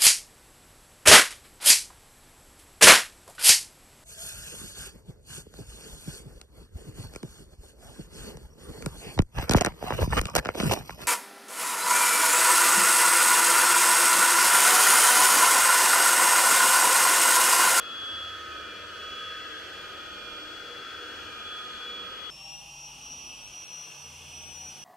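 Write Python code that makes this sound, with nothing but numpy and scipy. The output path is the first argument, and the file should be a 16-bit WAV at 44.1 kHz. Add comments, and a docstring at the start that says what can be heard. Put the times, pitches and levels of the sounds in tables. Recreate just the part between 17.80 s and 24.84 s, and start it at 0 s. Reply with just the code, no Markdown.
"""The seven-bladed fan of a handheld bed vacuum whines at its blade-passing frequency, swelling and
fading from ear to ear as it moves through the bedroom's standing waves. The geared brush roller hums,
beats and thrums on the bedding, and air rushes through nozzle, duct and exhaust as broadband noise.
The cleaner is first pushed over a quilt close by; then the scene changes abruptly and it runs up to
a higher speed on a sheet, further off."""
import sys
import numpy as np
from scipy import signal
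from scipy.fft import rfft, irfft, next_fast_len
from scipy.io import wavfile
from scipy.ndimage import uniform_filter1d, map_coordinates

SR = 44100
rng = np.random.default_rng(int(sys.argv[2]) if len(sys.argv) > 2 else 0)


def to_wav(s):
    """Save 16-bit WAV."""
    ch = np.atleast_2d(s).T  # columns
    pcm = np.round(np.clip(ch, -1, 1) * 32767)  # PCM
    wavfile.write(sys.argv[1], SR, pcm.astype(np.int16))


N = 310464
TIME_S = np.arange(N) / SR
CHANGE_S = 4.502  # from quilt to sheet
FULL_SPEED_HZ = 835  # shaft speed that the fan approaches on the sheet

# Fan shaft speed: time_s, speed_hz
SHAFT_SPEED_QUILT = [(0, 479), (1.2, 478.8), (1.95, 481.4), (4.48, 481.1)]
# Quick run-up and slow settling on the sheet: initial_deficit_hz, time_constant_s
RUN_UP = [(46, .19), (26, .85)]
# Blade tone in the standing waves: time_s, left_db, right_db, half_interaural_phase_rad
BLADE_QUILT = [(0, -41.5, -45.5, -.7), (.28, -35, -34.5, -0.7), (.45, -38.5, -38, -0.25),
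               (.6, -48.5, -43.5, -.2), (.66, -52, -52, 0.2), (.78, -57, -41, -.3), (.97, -44, -50.5, 0),
               (1.04, -46.5, -48, -1.4), (1.13, -51, -53, -1.2), (1.21, -44.5, -42.5, 0.33),
               (1.47, -40, -39.5, 0), (1.62, -43, -44.5, .5), (1.68, -41.5, -52, 1.5),
               (1.78, -43, -44, 1.96), (1.87, -54, -46, 1.9), (1.98, -44, -47, 0.5), (2.1, -49, -50, 1.8),
               (2.2, -44, -50, 2), (2.38, -47, -44, 1.8), (2.45, -57, -42, 1), (2.58, -45, -41, 1.4),
               (2.7, -43, -48, 1), (2.8, -43, -53, 0), (3.1, -43.5, -48.5, .15), (3.35, -44, -49, 1.1),
               (3.46, -44, -55, 1.2), (3.58, -44.5, -45, 1.74), (3.73, -39.5, -39, 2.5),
               (3.88, -43.5, -41.5, 1.85), (3.99, -40.5, -47, 2), (4.08, -38.5, -40, 3.5),
               (4.2, -42, -37, 3.7), (4.28, -48, -40, 4.5), (4.35, -41, -43, 4.8),
               (4.47, -36.5, -51.5, 4.5)]
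BLADE_SHEET = [(4.52, -49, -49, 0.3), (4.6, -49, -52, 0), (4.66, -43, -47, 0), (4.77, -46, -48, -1.3),
               (4.85, -55, -55, -0.5), (4.94, -50, -49, -0.1), (5.06, -44, -46, 0.34), (5.18, -56, -57, .2),
               (5.24, -46.5, -46.5, 0.4), (5.32, -41.5, -45, 0.23), (5.43, -54, -43.5, 0),
               (5.48, -45.5, -45.5, -.6), (5.58, -54, -51, -0.5), (5.65, -48, -48, -1.6),
               (5.71, -51, -53, -3), (5.77, -45, -42.5, -3.45), (5.83, -48, -43, -3),
               (5.875, -50, -53, -1.4), (5.94, -40, -44, -0.2), (6.02, -42, -46, 0), (6.1, -46.5, -54, 0.7),
               (6.18, -57, -47, 0.3), (6.25, -49, -46, -.5), (6.34, -55, -57, .3), (6.45, -53, -56, -0.3),
               (6.56, -50, -43.5, -.1), (6.62, -49, -48, -1), (6.7, -46.5, -52, -1), (6.77, -41.5, -49, 0),
               (6.88, -43, -44, 0.2), (6.98, -52, -50, -1.1), (7.04, -49, -44, -1)]
# Hum at the shaft frequency: time_s, relative_level_db
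SHAFT_HUM_QUILT = [(0, -55), (.3, -70), (.55, -56.5), (1.4, -58), (2.05, -65), (2.45, -55), (2.75, -58),
                   (2.93, -49), (3.09, -63), (3.24, -49), (3.65, -76), (4.1, -51.5), (4.48, -63)]
# Whistle at the fifth shaft order: time_s, level_db
FIFTH_ORDER_QUILT = [(0, -74), (.6, -67), (.8, -54.5), (.98, -51), (1.15, -63), (1.42, -57), (1.7, -72),
                     (2.03, -53.5), (2.2, -57.5), (2.48, -50.5), (2.65, -56), (2.78, -63), (3.2, -62),
                     (3.56, -51.5), (3.75, -57.5), (4.13, -54), (4.48, -60)]
# Weaker shaft orders: multiple, level_db
ORDERS_QUILT = [(2, -72.5), (10, -67), (14, -77.5), (15, -81), (21, -86), (25, -88)]
# Weaker shaft orders: multiple, full_speed_level_db, growth_db_per_hz
ORDERS_SHEET = [(5, -71, .04), (10, -67.5, 0.2), (14, -78, 0.5), (15, -81, .02)]

# Noise spectra of nozzle, duct, exhaust and the gap under the nozzle: frequency_hz, relative_density_db
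NOZZLE_QUILT = [(12, -22), (40, -5.5), (85, -8), (130, -12.5), (200, -7), (280, -4), (340, -2), (520, -1),
                (650, -4), (870, -18), (1200, -9), (2500, -43)]
NOZZLE_SHEET = [(12, -19), (45, 0), (95, 1.5), (120, -3.5), (175, -1), (250, -3.5), (350, -2.5), (430, -6),
                (520, -1.5), (565, -7), (625, 0), (690, -3.5), (770, -.5), (1020, 0), (1250, -4.5),
                (1600, -33)]
DUCT_QUILT = [(700, -42), (1000, -28), (1190, -9.5), (1310, -1.5), (1640, -2), (1900, -8.5), (2280, -15),
              (2480, -9.5), (3000, -7), (3300, -8.5), (3700, -20), (5000, -58)]
DUCT_SHEET = [(1900, -37), (2330, -12), (2470, -4), (2800, 2.5), (3000, -3), (3270, -3), (3340, -6),
              (3520, -8), (3750, -14.5), (4400, -44), (6000, -55)]
EXHAUST_QUILT = [(2000, -43), (3400, -16), (3850, -9), (4350, 1), (4650, -3), (5000, -6.5), (6550, -10.5),
                 (6900, -16), (7600, -15.5), (8500, -19.5), (10000, -24), (13000, -27), (15700, -29)]
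EXHAUST_SHEET = [(3000, -19), (4200, -9.5), (4900, -5.5), (5600, 2.5), (6450, -2), (7050, -12), (8900, -8),
                 (9900, -13.5), (10850, -7.5), (11800, -19), (12500, -17), (13300, -28), (15000, -21),
                 (15700, -28)]
GAP_QUILT = [(550, -30), (740, 0), (1100, 0), (1400, -30)]
GAP_SHEET = [(700, -34), (1200, 1.5), (1650, 1.5), (1950, -1.5), (2300, -0.5), (3500, -37)]
# Air leaking under the nozzle on the quilt: time_s, level_db
GAP_LEVEL = [(.2, -60), (.9, -67), (1.55, -72), (1.95, -60), (2.5, -60), (2.95, -64), (3.4, -61),
             (4.48, -61)]
# Hollow lower resonance of the duct on the quilt: time_s, relative_level_db
HOLLOW_LEVEL = [(0, -45), (1.0, -43.5), (1.73, -40.5), (2.15, -44), (2.9, -45.5), (3.15, -42.5),
                (3.55, -47), (4.48, -46)]
# Rush of air on the sheet, swelling twice, loudest midway through the second stroke:
# time_s, relative_level_db
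FLOW_SHEET = [(4.52, -54), (4.75, -52.5), (5.05, -53.3), (5.38, -50), (5.8, -51), (6.3, -51), (6.62, -48),
              (6.85, -52.5)]
# Likeness of the noise at the two ears: frequency_hz, correlation
COHERENCE_QUILT = [(60, 1), (130, 0.97), (290, 0.97), (640, 0.42), (1410, 0.74), (3100, 0.52), (6820, 0.32),
                   (15000, 0.85)]
COHERENCE_SHEET = [(60, 0.79), (130, 1), (290, 0.96), (640, 0.94), (1410, 0.36), (3100, 0.89), (6820, 0.34),
                   (15000, 0.61)]

# Two close gear tones of the roller drive: upper_hz, lower_hz
GEAR_HZ = [1267, 1246]
# The gear tones take turns, and growl where equally loud: time_s, upper_db, lower_db
GEAR_LEVEL = [(0, -51.5, -59), (.35, -47, -59), (.73, -43, -59), (1.0, -51, -55), (1.45, -46, -49),
              (1.7, -48.5, -55), (1.82, -58, -57), (1.97, -55, -52.5), (2.2, -49.5, -52.5),
              (2.55, -60, -50.5), (2.8, -55.5, -57), (3.03, -50.5, -56), (3.3, -59, -59),
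              (3.55, -54, -51.5), (3.8, -50, -47), (3.95, -60, -48.5), (4.25, -49.5, -52.5),
              (4.48, -55, -52.5)]
# Tones of the roller and its drive (on the sheet, at full load): pitch_hz, level_db
ROLLER_QUILT = [(306.8, -64.5), (1335, -61.5), (1610, -63)]
ROLLER_SHEET = [(2159, -77), (2529, -61.5), (2767, -65), (3004, -64.5)]
# Low hum of the spinning brush: pitch_hz, level_db
BRUSH_HUM_SHEET = [(142, -65), (198, -72.5)]
# The brush beating the soft quilt: time_s, relative_level_db
PATTER_LEVEL = [(.15, -69), (.38, -55), (.95, -60.5), (1.4, -63.5), (1.7, -63), (2.1, -65), (3, -69),
                (3.45, -57.5), (3.8, -70)]
# Spectrum of that patter: frequency_hz, relative_density_db
PATTER_SPECTRUM = [(30, -33), (60, -25), (75, 9.5), (100, 6), (130, -12), (250, -53)]
# The brush drums on the mattress while it bears down: start_s, length_s, pitch_hz, level_db
THRUMS = [(4.4, 1.41, 57, -64.5), (6.17, .8, 81.4, -58.5)]
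# A faint rubbing tone climbs during each stroke: start_s, length_s, start_pitch_hz, level_db
RUBS = [(5.206, 0.67, 228, -71), (6.154, 0.95, 232, -70)]


def fan(shaft_hz, blade_path, hum_db, orders, blade_trim_db, flutter):
    """Rotor harmonics: the blade-passing tone and the weaker orders are multiples of the shaft speed."""
    left_db, right_db, lead = curves(blade_path)
    blade_db = np.array([left_db, right_db]) + blade_trim_db
    whine = tone(7 * shaft_hz, blade_db, flutter, roam=0.074, lead=lead)
    whine += tone(shaft_hz, hum_db, flutter=0.29, roam=0.27)
    for multiple, db in orders:
        whine += tone(multiple * shaft_hz, db, flutter=0.18, roam=0.3, fade_db=2.6)
    return whine


def quilt_fan():
    """Beating: a faint neighbour makes the slow fan's blade tone flutter; the fifth order whistles."""
    shaft_hz, = curves(SHAFT_SPEED_QUILT)
    hum_db, = curves(SHAFT_HUM_QUILT)
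    fifth_db, = curves(FIFTH_ORDER_QUILT)
    beat_hz = 16.5
    whine = fan(shaft_hz, BLADE_QUILT, hum_db - 2.5, ORDERS_QUILT, blade_trim_db=-0.2, flutter=0.08)
    whistle = tone(5 * shaft_hz, fifth_db, flutter=0.13, roam=0.2)
    neighbour = tone(7 * shaft_hz + beat_hz, db=-58, flutter=0.082, roam=0.42)
    return whine + whistle + neighbour


def sheet_fan(shaft_hz):
    """Resonance: the fast, shrill fan hums as its shaft speed passes through a mode of the housing."""
    housing_hz, half_width_hz = 801, 16
    hum_db = -58 - 10 * np.log10(1 + ((shaft_hz - housing_hz) / half_width_hz) ** 4)
    orders = [(multiple, db + growth * (shaft_hz - FULL_SPEED_HZ))
              for multiple, db, growth in ORDERS_SHEET]
    return fan(shaft_hz, BLADE_SHEET, hum_db, orders, blade_trim_db=0.1, flutter=0.14)


def sheet_shaft_speed():
    """Exponential approach to full speed; the nozzle seals briefly and the unloaded fan speeds up."""
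    elapsed_s = np.maximum(TIME_S - CHANGE_S, 0)
    deficit_hz = sum(hz * np.exp(-elapsed_s / tau_s) for hz, tau_s in RUN_UP)
    seal_at_s, seal_width_s, seal_rise_hz = 6.75, 0.14, 3
    seal = np.exp(-((TIME_S - seal_at_s) / seal_width_s) ** 2)
    return FULL_SPEED_HZ - deficit_hz + seal_rise_hz * seal


def quilt_air():
    """Flow noise shaped by resonance: a close rush in which the duct's hollow note comes and goes."""
    flow_db = swing_db(HOLLOW_LEVEL)
    gap_db, = curves(GAP_LEVEL)
    duct = rush(DUCT_QUILT, COHERENCE_QUILT, ripple_db=3.5)
    hollow = filtered(duct, lambda hz: 1 / (1 + (hz / 2200) ** 20))  # the duct's lower resonance
    air = amp(-51 + 0.88 * wobble(6.16)) * rush(NOZZLE_QUILT, COHERENCE_QUILT, ripple_db=2.5)
    air += amp(gap_db) * rush(GAP_QUILT, COHERENCE_QUILT, ripple_db=2.5)
    air += amp(flow_db - 44) * hollow
    air += amp(-43 + 0.43 * wobble(3.9)) * (duct - hollow)
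    exhaust_gain = air_gain(flow_db, db=-53, follows=0.17, drift_db=0.5)
    return air + exhaust_gain * rush(EXHAUST_QUILT, COHERENCE_QUILT, ripple_db=2)


def sheet_air():
    """Flow noise, thinner and brighter; the gap hisses louder once the head is pushed over the bed."""
    flow_db = swing_db(FLOW_SHEET)
    opens_at_s, opening_s = 5.44, 0.63
    opened = np.clip((TIME_S - opens_at_s) / opening_s, 0, 1)

    def layer(spectrum, db, follows, drift_db, ripple_db):
        return air_gain(flow_db, db, follows, drift_db) * rush(spectrum, COHERENCE_SHEET, ripple_db)

    air = layer(NOZZLE_SHEET, db=-57.5, follows=0.4, drift_db=1, ripple_db=3.5)
    air += layer(DUCT_SHEET, db=-51, follows=0.94, drift_db=0.7, ripple_db=4)
    air += layer(EXHAUST_SHEET, db=-53.5 + 0.89 * opened, follows=0.33, drift_db=0.5, ripple_db=2.5)
    return air + layer(GAP_SHEET, db=-67 + 4 * opened, follows=0.2, drift_db=1.3, ripple_db=3.5)


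def air_gain(flow_db, db, follows, drift_db):
    """Power law: noise amplitude grows as the flow to the power `follows`, with a slight random drift."""
    return amp(db + follows * flow_db + drift_db * wobble(4.09))


def quilt_brush():
    """Forced vibration: the brush patters on the soft quilt, a low rumble around one tone."""
    patter_db, = curves(PATTER_LEVEL)
    rumble = amp(patter_db - 3) * rush(PATTER_SPECTRUM, COHERENCE_QUILT, ripple_db=1)
    return rumble + tone(hz=70, db=patter_db - 4.5, flutter=0.15, roam=0.05)


def gears():
    """Beating: two close gear tones interfere at their difference frequency."""
    drag = 1 + 0.0008 * wobble(4)  # the cloth slows the roller unevenly
    return sum(tone(hz * drag, db, flutter=0.15, roam=0.32)
               for hz, db in zip(GEAR_HZ, curves(GEAR_LEVEL)))


def roller(tones):
    """Frequency modulation: the brush drive's tones waver with the drag of the cloth."""
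    return sum(tone(hz * (1 + 0.001227 * wobble(4)), db, flutter=0.3, roam=0.079, fade_db=3.5)
               for hz, db in tones)


def sheet_brush(shaft_hz):
    """Forced vibration and friction: the humming brush drums on the mattress and rubs the sheet."""
    thrum = sum(contact(start_s, length_s) * tone(hz, db, flutter=0.14, roam=0.05, fade_db=1)
                for start_s, length_s, hz, db in THRUMS)
    rub = np.zeros((2, N))
    climb_hz_per_s = 115
    for start_s, length_s, start_hz, db in RUBS:
        pitch_hz = start_hz + climb_hz_per_s * (TIME_S - start_s)
        rub += contact(start_s, length_s) * tone(pitch_hz, db, flutter=0.22, roam=0.11)
    # as the fan gains speed it pulls the cloth onto the brush, and the loaded drive grows louder
    load = (shaft_hz / FULL_SPEED_HZ) ** 9
    return thrum + rub + roller(BRUSH_HUM_SHEET) + load * roller(ROLLER_SHEET)


def contact(start_s, length_s, grip_s=0.1):
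    """Trapezoidal envelope of one touch of the brush: it grips, holds and lets go."""
    age_s = TIME_S - start_s
    return np.clip(np.minimum(age_s, length_s - age_s) / grip_s, 0, 1)


def tone(hz, db, flutter, roam, fade_db=0, lead=0):
    """Random modulation: turbulence shakes a stereo tone fast; shifting room paths turn and fade it."""
    cycles = np.cumsum(hz * np.ones(N)) / SR
    phase = 2 * np.pi * (cycles - np.floor(cycles)) + flutter * wobble(70)
    level = np.sqrt(2) * amp(db + fade_db * wobble(3.017)) * (1 + flutter * wobble(90))
    apart_rad = lead + roam * wobble(4.04)  # half the phase angle between the ears
    ear_phases = np.array([phase + apart_rad, phase - apart_rad], dtype=np.float32)
    return level.astype(np.float32) * np.sin(ear_phases)


def rush(spectrum, coherence, ripple_db):
    """Interference: reflections ripple the spectrum of stereo noise (rms 1) as the cleaner moves."""
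    noise_bins = signal.stft(rng.standard_normal((2, N)), nperseg=2048)[2]
    ripples = uniform_filter1d(rng.standard_normal(noise_bins.shape[1:]), size=2, axis=0)  # narrow
    ripples = uniform_filter1d(ripples, size=30, axis=1)  # slowly drifting
    noise = signal.istft(noise_bins * amp(ripple_db * unit(ripples)), nperseg=2048)[1][:, :N]

    def mid_side_response(hz):
        width_rad = np.arccos(np.clip(along(coherence, hz), -1, 1)) / 2
        return amp(along(spectrum, hz)) * [np.cos(width_rad), np.sin(width_rad)]

    mid, side = filtered(noise, mid_side_response)
    return unit(np.array([mid + side, mid - side]))


def wobble(rate_hz):
    """Band-limited randomness: a smooth curve through rate_hz random knots a second."""
    knots = rng.standard_normal(int(N * rate_hz / SR) + 4)
    hop = 64
    coarse = map_coordinates(knots, [np.arange(0, N + hop, hop) * rate_hz / SR]).astype(np.float32)
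    ramp = np.arange(hop, dtype=np.float32) / hop
    return (coarse[:-1, None] + np.diff(coarse)[:, None] * ramp).ravel()[:N]


def filtered(x, response):
    """Linear filtering: the spectrum of x is multiplied by a frequency response."""
    size = next_fast_len(N + SR // 4)
    return irfft(rfft(x, size) * response(np.fft.rfftfreq(size, 1 / SR)), size)[..., :N]


def curves(rows):
    """Linear interpolation in time: one value per sample for each column after the first."""
    times_s, *columns = np.transpose(rows)
    return [np.interp(TIME_S, times_s, column) for column in columns]


def swing_db(rows):
    """Relative level: a curve in dB about the mean of its points."""
    return curves(rows)[0] - np.mean(rows, axis=0)[1]


def along(points, hz):
    """Interpolation of (frequency_hz, value) points on a logarithmic frequency axis."""
    points_hz, values = np.transpose(points)
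    return np.interp(np.log(hz + 1), np.log(points_hz + 1), values)


def amp(db):
    """The decibel law: 20 dB is a tenfold amplitude."""
    return np.exp(np.asarray(db) * (np.log(10) / 20))


def unit(x):
    """Normalisation to rms 1."""
    return x / np.sqrt(np.mean(x ** 2) + 1e-20)


def scene():
    """Superposition: air, fan and brush add, first on the quilt and then on the sheet."""
    on_quilt = quilt_air() + quilt_fan() + quilt_brush() + gears() + roller(ROLLER_QUILT)
    shaft_hz = sheet_shaft_speed()
    on_sheet = sheet_fan(shaft_hz) + sheet_air() + sheet_brush(shaft_hz)
    balance = amp([[0.2], [-0.2]])  # slightly to the left
    return np.where(TIME_S < CHANGE_S, on_quilt, on_sheet) * balance


def record(dry):
    """Band limiting: an ideal low-pass filter removes the highest treble."""
    return filtered(dry, lambda hz: hz < 15720)


dry = scene()
out = record(dry)
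to_wav(out)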